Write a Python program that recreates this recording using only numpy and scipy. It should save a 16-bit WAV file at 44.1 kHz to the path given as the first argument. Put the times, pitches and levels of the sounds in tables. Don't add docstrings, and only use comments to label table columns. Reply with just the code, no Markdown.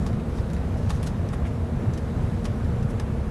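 import sys
import numpy as np
from scipy import signal
from scipy.fft import rfft, irfft, next_fast_len
from scipy.io import wavfile
from scipy.ndimage import uniform_filter1d, map_coordinates

SR = 44100
rng = np.random.default_rng(int(sys.argv[2]) if len(sys.argv) > 2 else 0)


def file_out(sig):
    cols = np.atleast_2d(sig).T
    lim = np.clip(cols, -1, 1)
    pcm = np.round(lim * 32767).astype(np.int16)
    wavfile.write(sys.argv[1], SR, pcm)


def voltage_ratio(decibels):
    exponent = np.asarray(decibels, float) / 20
    return 10 ** exponent


N = 145530


def unit(x):
    return x / np.sqrt(np.mean(x ** 2) + 1e-20)


def curve(points):
    return np.interp(np.arange(N) / SR, *np.transpose(points))


def shape(points):
    freq_hz, level_db = np.transpose(points)
    return lambda hz: voltage_ratio(np.interp(np.log(hz + 1), np.log(freq_hz + 1), level_db))


def ringing(modes):
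    def response(hz):
        total = 0
        for k, (centre, width, db) in enumerate(modes):
            damping = 1j * hz * width
            total = total + (-1) ** k * voltage_ratio(db) * damping / (centre * centre - hz * hz + damping)
        return total
    return response


def filtered(x, response):
    size = next_fast_len(len(x) + 8192)
    return irfft(rfft(x, size) * response(np.fft.rfftfreq(size, 1 / SR)), size)[:len(x)]


def wobble(rate):
    knots = rng.standard_normal(int(N * rate / SR) + 4)
    return map_coordinates(knots, [np.arange(N) * rate / SR])


def rush(response, patchy_db):
    spectra = signal.stft(rng.standard_normal(N + 512), nperseg=512)[2]
    patches = uniform_filter1d(rng.standard_normal(spectra.shape), size=6, axis=0)
    patches = unit(uniform_filter1d(patches, size=10, axis=1))
    noise = signal.istft(spectra * voltage_ratio(patchy_db * patches), nperseg=512)[1][:N]
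    return unit(filtered(noise, response))


# freq_hz, level_db (per Hz)
WIND_COLOUR = [(1470, -7), (2500, -14.5), (3960, -3), (4300, -3.5), (7230, -7), (10500, -11),
               (12600, -14.5), (16400, -53), (22000, -120)]
# start_s, level_db
WIND_GUSTS = [(0.0, -58.5), (0.19, -61), (0.74, -60), (0.95, -57.5), (1.07, -60), (1.76, -62),
              (2.12, -59.5), (3.3, -61)]
# start_s, level_db
FAINT_RING = [(0, -69), (1.5, -72), (2, -67), (3.3, -90)]


def wind():
    ring_noise = rush(ringing([(3850, 220, 0)]), patchy_db=0.5)
    ring_level_db = curve(FAINT_RING) + 3 * wobble(24.65)
    gust_db = curve(WIND_GUSTS)
    hiss_db = -58.5 + gust_db - gust_db.mean() + 0.41 * wobble(6.06)
    return voltage_ratio(hiss_db) * rush(shape(WIND_COLOUR), patchy_db=1.2) + voltage_ratio(ring_level_db) * ring_noise


def orders(base_hz, table, drift, flutter_db):
    phase = 2 * np.pi * np.cumsum(base_hz * (1 + drift * wobble(6))) / SR
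    total = np.zeros(N)
    for order, rms_db in table:
        total += np.sqrt(2) * voltage_ratio(rms_db + flutter_db * wobble(9.09)) * np.sin(order * phase)
    return total


# order (multiple of the firing rate), level_db (rms)
FIRING_ORDERS = [(1, -36), (2, -43), (3, -43.5)]
# order (multiple of its rotation), level_db (rms)
DRIVELINE_ORDERS = [(1, -40), (2, -46.5), (3, -65)]


def engine():
    hum = orders(234.9, DRIVELINE_ORDERS, drift=0.005, flutter_db=1.5)
    return orders(70.37, FIRING_ORDERS, drift=0.04, flutter_db=3) + hum


# freq_hz, level_db
TRIM_COLOUR = [(700, -24), (1500, -9), (2500, 0.5), (4000, -1.5), (5500, 0.5), (8000, -4), (10500, -3.5),
               (13000, -12)]
# freq_hz, width_hz, level_db
KNOCKED_PANEL = [(1370, 580, 6.5), (2000, 1170, 8.5), (3170, 1350, -1)]


def contact(envelope, ring_hz, knock_db, air_db=0):
    count = len(envelope)
    noise = rng.standard_normal(count)
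    unevenness = np.repeat(rng.standard_normal(count), 40)[:count]
    grit = unit(noise * voltage_ratio(2 * unevenness))
    ring = ringing([(ring_hz, 0.18 * ring_hz, 0)])
    panel = ringing(KNOCKED_PANEL)

    def response(hz):
        trim = shape(TRIM_COLOUR)(hz) * (1.08 * voltage_ratio(air_db) + 1.69 * np.abs(ring(hz)))
        return trim + voltage_ratio(knock_db + 9) * panel(hz)
    return filtered(envelope * grit, response)


# start_s, level_db (peak), ring_hz, knock_db (panel), decay_s (dying chatter)
TRIM_TICKS = [(0.063, -31, 5100, -5, 0.01), (0.1293, -40, 3750, -2, 0.009), (0.1976, -42, 3820, 0, 0.009),
              (0.2982, -39.5, 3770, -10, 0.0076), (0.5003, -38, 3760, -2, 0.009),
              (0.5324, -35, 6920, -11, 0.01), (0.5646, -39, 3770, -2, 0.009), (0.83, -40, 3900, -11, 0.009),
              (0.8954, -30, 5650, -12, 0.0077), (0.9036, -27.5, 3700, -4.5, 0.0093),
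              (1.0284, -33, 9800, -6, 0.014), (1.0288, -34, 3900, -1.5, 0.0099),
              (1.288, -39, 5600, -21, 0.009), (1.935, -35.5, 5790, -9, 0.012),
              (1.9752, -33, 5570, -3.5, 0.0084), (2.4437, -36, 6000, -32, 0.009),
              (2.453, -27, 5450, -2.5, 0.007), (2.468, -56, 4120, -13, 0.009),
              (2.6445, -40, 3850, -3.5, 0.009), (2.826, -37.5, 5800, -10, 0.006),
              (2.9972, -28.5, 5660, -2, 0.0068), (1.3314, -44, 3800, -5, .009)]


def ticks(t):
    out = np.zeros(N + SR)
    tiny = [(u * N / SR, -56 - 1.2 * np.log(v), 3000 + 4000 * w, -6, 0.006) for u, v, w in rng.random((60, 3))]
    for start_s, db, ring_hz, knock_db, decay_s in list(TRIM_TICKS) + tiny:
        dying = np.exp(-t / 0.0015) + voltage_ratio(3) * np.exp(-t / decay_s)
        envelope = dying * (1 - np.exp(-t / 0.00057))
        air_db = 0.48 * min(db + 32, 0)
        out[round(start_s * SR):][:len(t)] += voltage_ratio(db - 12.5) * contact(envelope, ring_hz, knock_db, air_db)
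    return out


# middle_s, level_db, half_length_s, ring_hz, knock_db (panel)
TRIM_CHATTERS = [(0.024, -61, .018, 6000, -11), (0.372, -56, 0.018, 5000, -10),
                 (0.398, -56, 0.011, 5000, -6), (0.785, -56, 0.0092, 6000, -6),
                 (.872, -60, 0.0098, 6000, -9), (0.902, -47, 0.0078, 4970, 0),
                 (0.951, -53.5, 0.021, 6070, -16), (1.071, -39.5, 0.0057, 7540, -9),
                 (1.081, -51, 0.013, 4500, -4), (2.447, -61, .004, 6000, -8.5),
                 (1.338, -50.5, 0.0086, 9300, 1), (1.473, -58, .012, 7000, -11),
                 (1.072, -47, 0.0061, 3900, -8), (1.46, -57, 0.011, 3600, 8.5),
                 (2.451, -49.5, 0.0063, 5500, -2), (2.21, -75, .1, 7000, -10),
                 (2.905, -54.5, .01, 9550, -11)]


def chatters(t):
    out = np.zeros(N + SR)
    for middle_s, db, half_s, ring_hz, knock_db in TRIM_CHATTERS:
        begin_s = max(middle_s - t[-1] / 2, 0)
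        swell = np.exp(-((t + begin_s - middle_s) / half_s) ** 2 / 2)
        out[round(begin_s * SR):][:len(t)] += voltage_ratio(db) * contact(swell, ring_hz, knock_db)
    return out


# start_s, level_db
LOCKER_KNOCKS = [(.9035, -30), (2.454, -36.5), (.064, -35), (2.998, -39), (1.3, -43), (1.334, -34),
                 (.385, -37.5), (0.62, -42)]
# freq_hz, level_db, t60_s
LOCKER_MODES = [(840, 1, 0.053), (1120, 3.5, 0.033), (1744, -7.5, 0.044), (2530, -10, 0.037),
                (3700, -8, 0.025)]


def locker(t):
    out = np.zeros(N + SR)
    for start_s, db in LOCKER_KNOCKS:
        ring = np.zeros(len(t))
        for hz, level_db, t60_s in LOCKER_MODES:
            ring += voltage_ratio(level_db + rng.normal(0, 1.3) - 60 * t / t60_s) * np.sin(2 * np.pi * hz * t)
        out[round(start_s * SR):][:len(t)] += voltage_ratio(db) * ring * (1 - np.exp(-t / 0.00046))
    return out


def rattles():
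    t = np.arange(SR // 10) / SR
    return (ticks(t) + chatters(t) + locker(t))[:N]


def cabin(x):
    t = np.arange(SR // 4) / SR
    tail = rng.standard_normal(len(t)) * voltage_ratio(-60 * t / 0.084) * (t > 0.003)
    return x + voltage_ratio(-9.5) * signal.fftconvolve(x, tail / np.linalg.norm(tail))[:N]


# start_s, level_db
ROAD_LEVEL = [(0, -24.5), (.5, -27.5), (.9, -24.5), (1.35, -27.5), (1.6, -27.5), (1.8, -25), (1.88, -23.5),
              (2, -29), (2.2, -23.5), (2.55, -28), (2.65, -25), (3.05, -28), (3.3, -26.5)]
# freq_hz, level_db (per Hz)
TYRE_COLOUR = [(150, -56), (260, -12), (330, -5), (520, -8), (700, -11.5), (760, -13.5), (1500, -21),
               (3500, -35.5), (5000, -51)]


def tyres():
    level_db = curve(ROAD_LEVEL)
    roar_db = -38 + 0.26 * (level_db - level_db.mean()) + 0.26 * wobble(7.1)
    return voltage_ratio(roar_db) * rush(shape(TYRE_COLOUR), patchy_db=0.7)


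# freq_hz, level_db (per Hz)
FLOOR_BOOM = [(12, -34), (20, -10.5), (81, 0.5), (189, -8), (226, -9), (300, -18.5), (390, -70),
              (660, -120)]
# freq_hz, level_db
THUMP_GAP = [(45, -0.5), (62, -8), (115, -7), (150, -1), (200, -1.5), (280, -2)]
# freq_hz, width_hz, level_db
FLOOR_PANELS = [(42.4, 8.9, -1.5), (97.5, 20, -0.5), (128.8, 10.8, 2), (170.3, 13.2, -3),
                (212.8, 14.5, -3.5), (261.3, 10.7, 0)]


def floor():
    def response(hz):
        return shape(FLOOR_BOOM)(hz) * shape(THUMP_GAP)(hz) * (0.5 + np.abs(ringing(FLOOR_PANELS)(hz)))
    return voltage_ratio(curve(ROAD_LEVEL) - 2.5) * rush(response, patchy_db=-0.23)


# middle_s, level_db
# (peak), # ring_hz
ROAD_BUMPS = [(0, -21.5, 80), (0.085, -23, 74), (0.132, -21, 102), (0.227, -24.5, 77), (0.283, -21.5, 79.4),
              (0.404, -20.5, 98), (0.608, -20, 66.5), (0.672, -22, 77), (0.72, -20, 94), (0.753, -20, 80),
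              (0.843, -19.5, 84.6), (0.874, -20, 99), (0.941, -19.5, 74), (0.996, -22, 111),
              (1.143, -24, 87), (1.204, -20, 87.5), (1.253, -21, 98), (1.436, -19.5, 67.4),
              (1.49, -20.5, 93), (1.52, -22.5, 83), (1.566, -26, 98), (1.598, -18.5, 81),
              (1.771, -23.5, 122), (1.877, -16.5, 102), (2.036, -22, 97), (2.084, -21, 78),
              (2.175, -18.5, 79.6), (2.245, -19, 87), (2.282, -22, 108), (2.35, -24, 89),
              (2.398, -20.5, 78.6), (2.504, -20, 98), (2.62, -21, 73), (2.651, -16.5, 84),
              (2.686, -22.5, 93), (2.737, -21, 112), (2.786, -21, 112), (2.822, -23, 98),
              (2.867, -22.5, 96), (2.96, -19.5, 106), (3.039, -20.5, 84), (3.135, -22, 106),
              (3.214, -21.5, 87)]
# middle_s, level_db (peak), ring_hz
SMALL_RIPPLES = [(.032, -25, 69), (.187, -26.5, 170), (.325, -28, 79), (.373, -29, 75), (.512, -23, 159),
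                 (.554, -23, 75), (.79, -28, 90), (1.042, -24, 68.6), (1.303, -23, 105), (1.398, -26, 91),
                 (1.636, -22, 75), (1.675, -26, 89), (1.73, -22, 85), (1.9, -21.5, 127), (1.929, -25, 85.4),
                 (2.2, -24.5, 141), (2.318, -26, 74), (2.44, -28, 75), (2.85, -22, 136), (3.266, -23.5, 94)]


def bumps():
    t = np.arange(N) / SR
    rows = list(ROAD_BUMPS) + list(SMALL_RIPPLES)
    phases = np.append(np.pi, 2 * np.pi * rng.random(len(rows) - 1))
    out = np.zeros(N)
    for (middle_s, db, ring_hz), phase in zip(rows, phases):
        swell = np.exp(-((t - middle_s) / 0.01) ** 2 / 2)
        out += voltage_ratio(db) * swell * np.cos(2 * np.pi * ring_hz * (t - middle_s) + phase)
    return out


def scene():
    return (wind() + engine() + cabin(rattles()) + tyres() + floor() + bumps())[None]


def low_pass(x):
    return signal.sosfilt(signal.butter(12, 12780, fs=SR, output="sos"), x)


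def record(dry):
    full, knee = 0.33, 2.7
    soft = dry[0] / (1 + np.abs(dry[0] / full) ** knee) ** (1 / knee)
    mix = filtered(soft, lambda hz: (1 - np.tanh((hz - 12500) / 120)) / 2)
    return low_pass(mix[None])


dry = scene()
out = record(dry)
file_out(out)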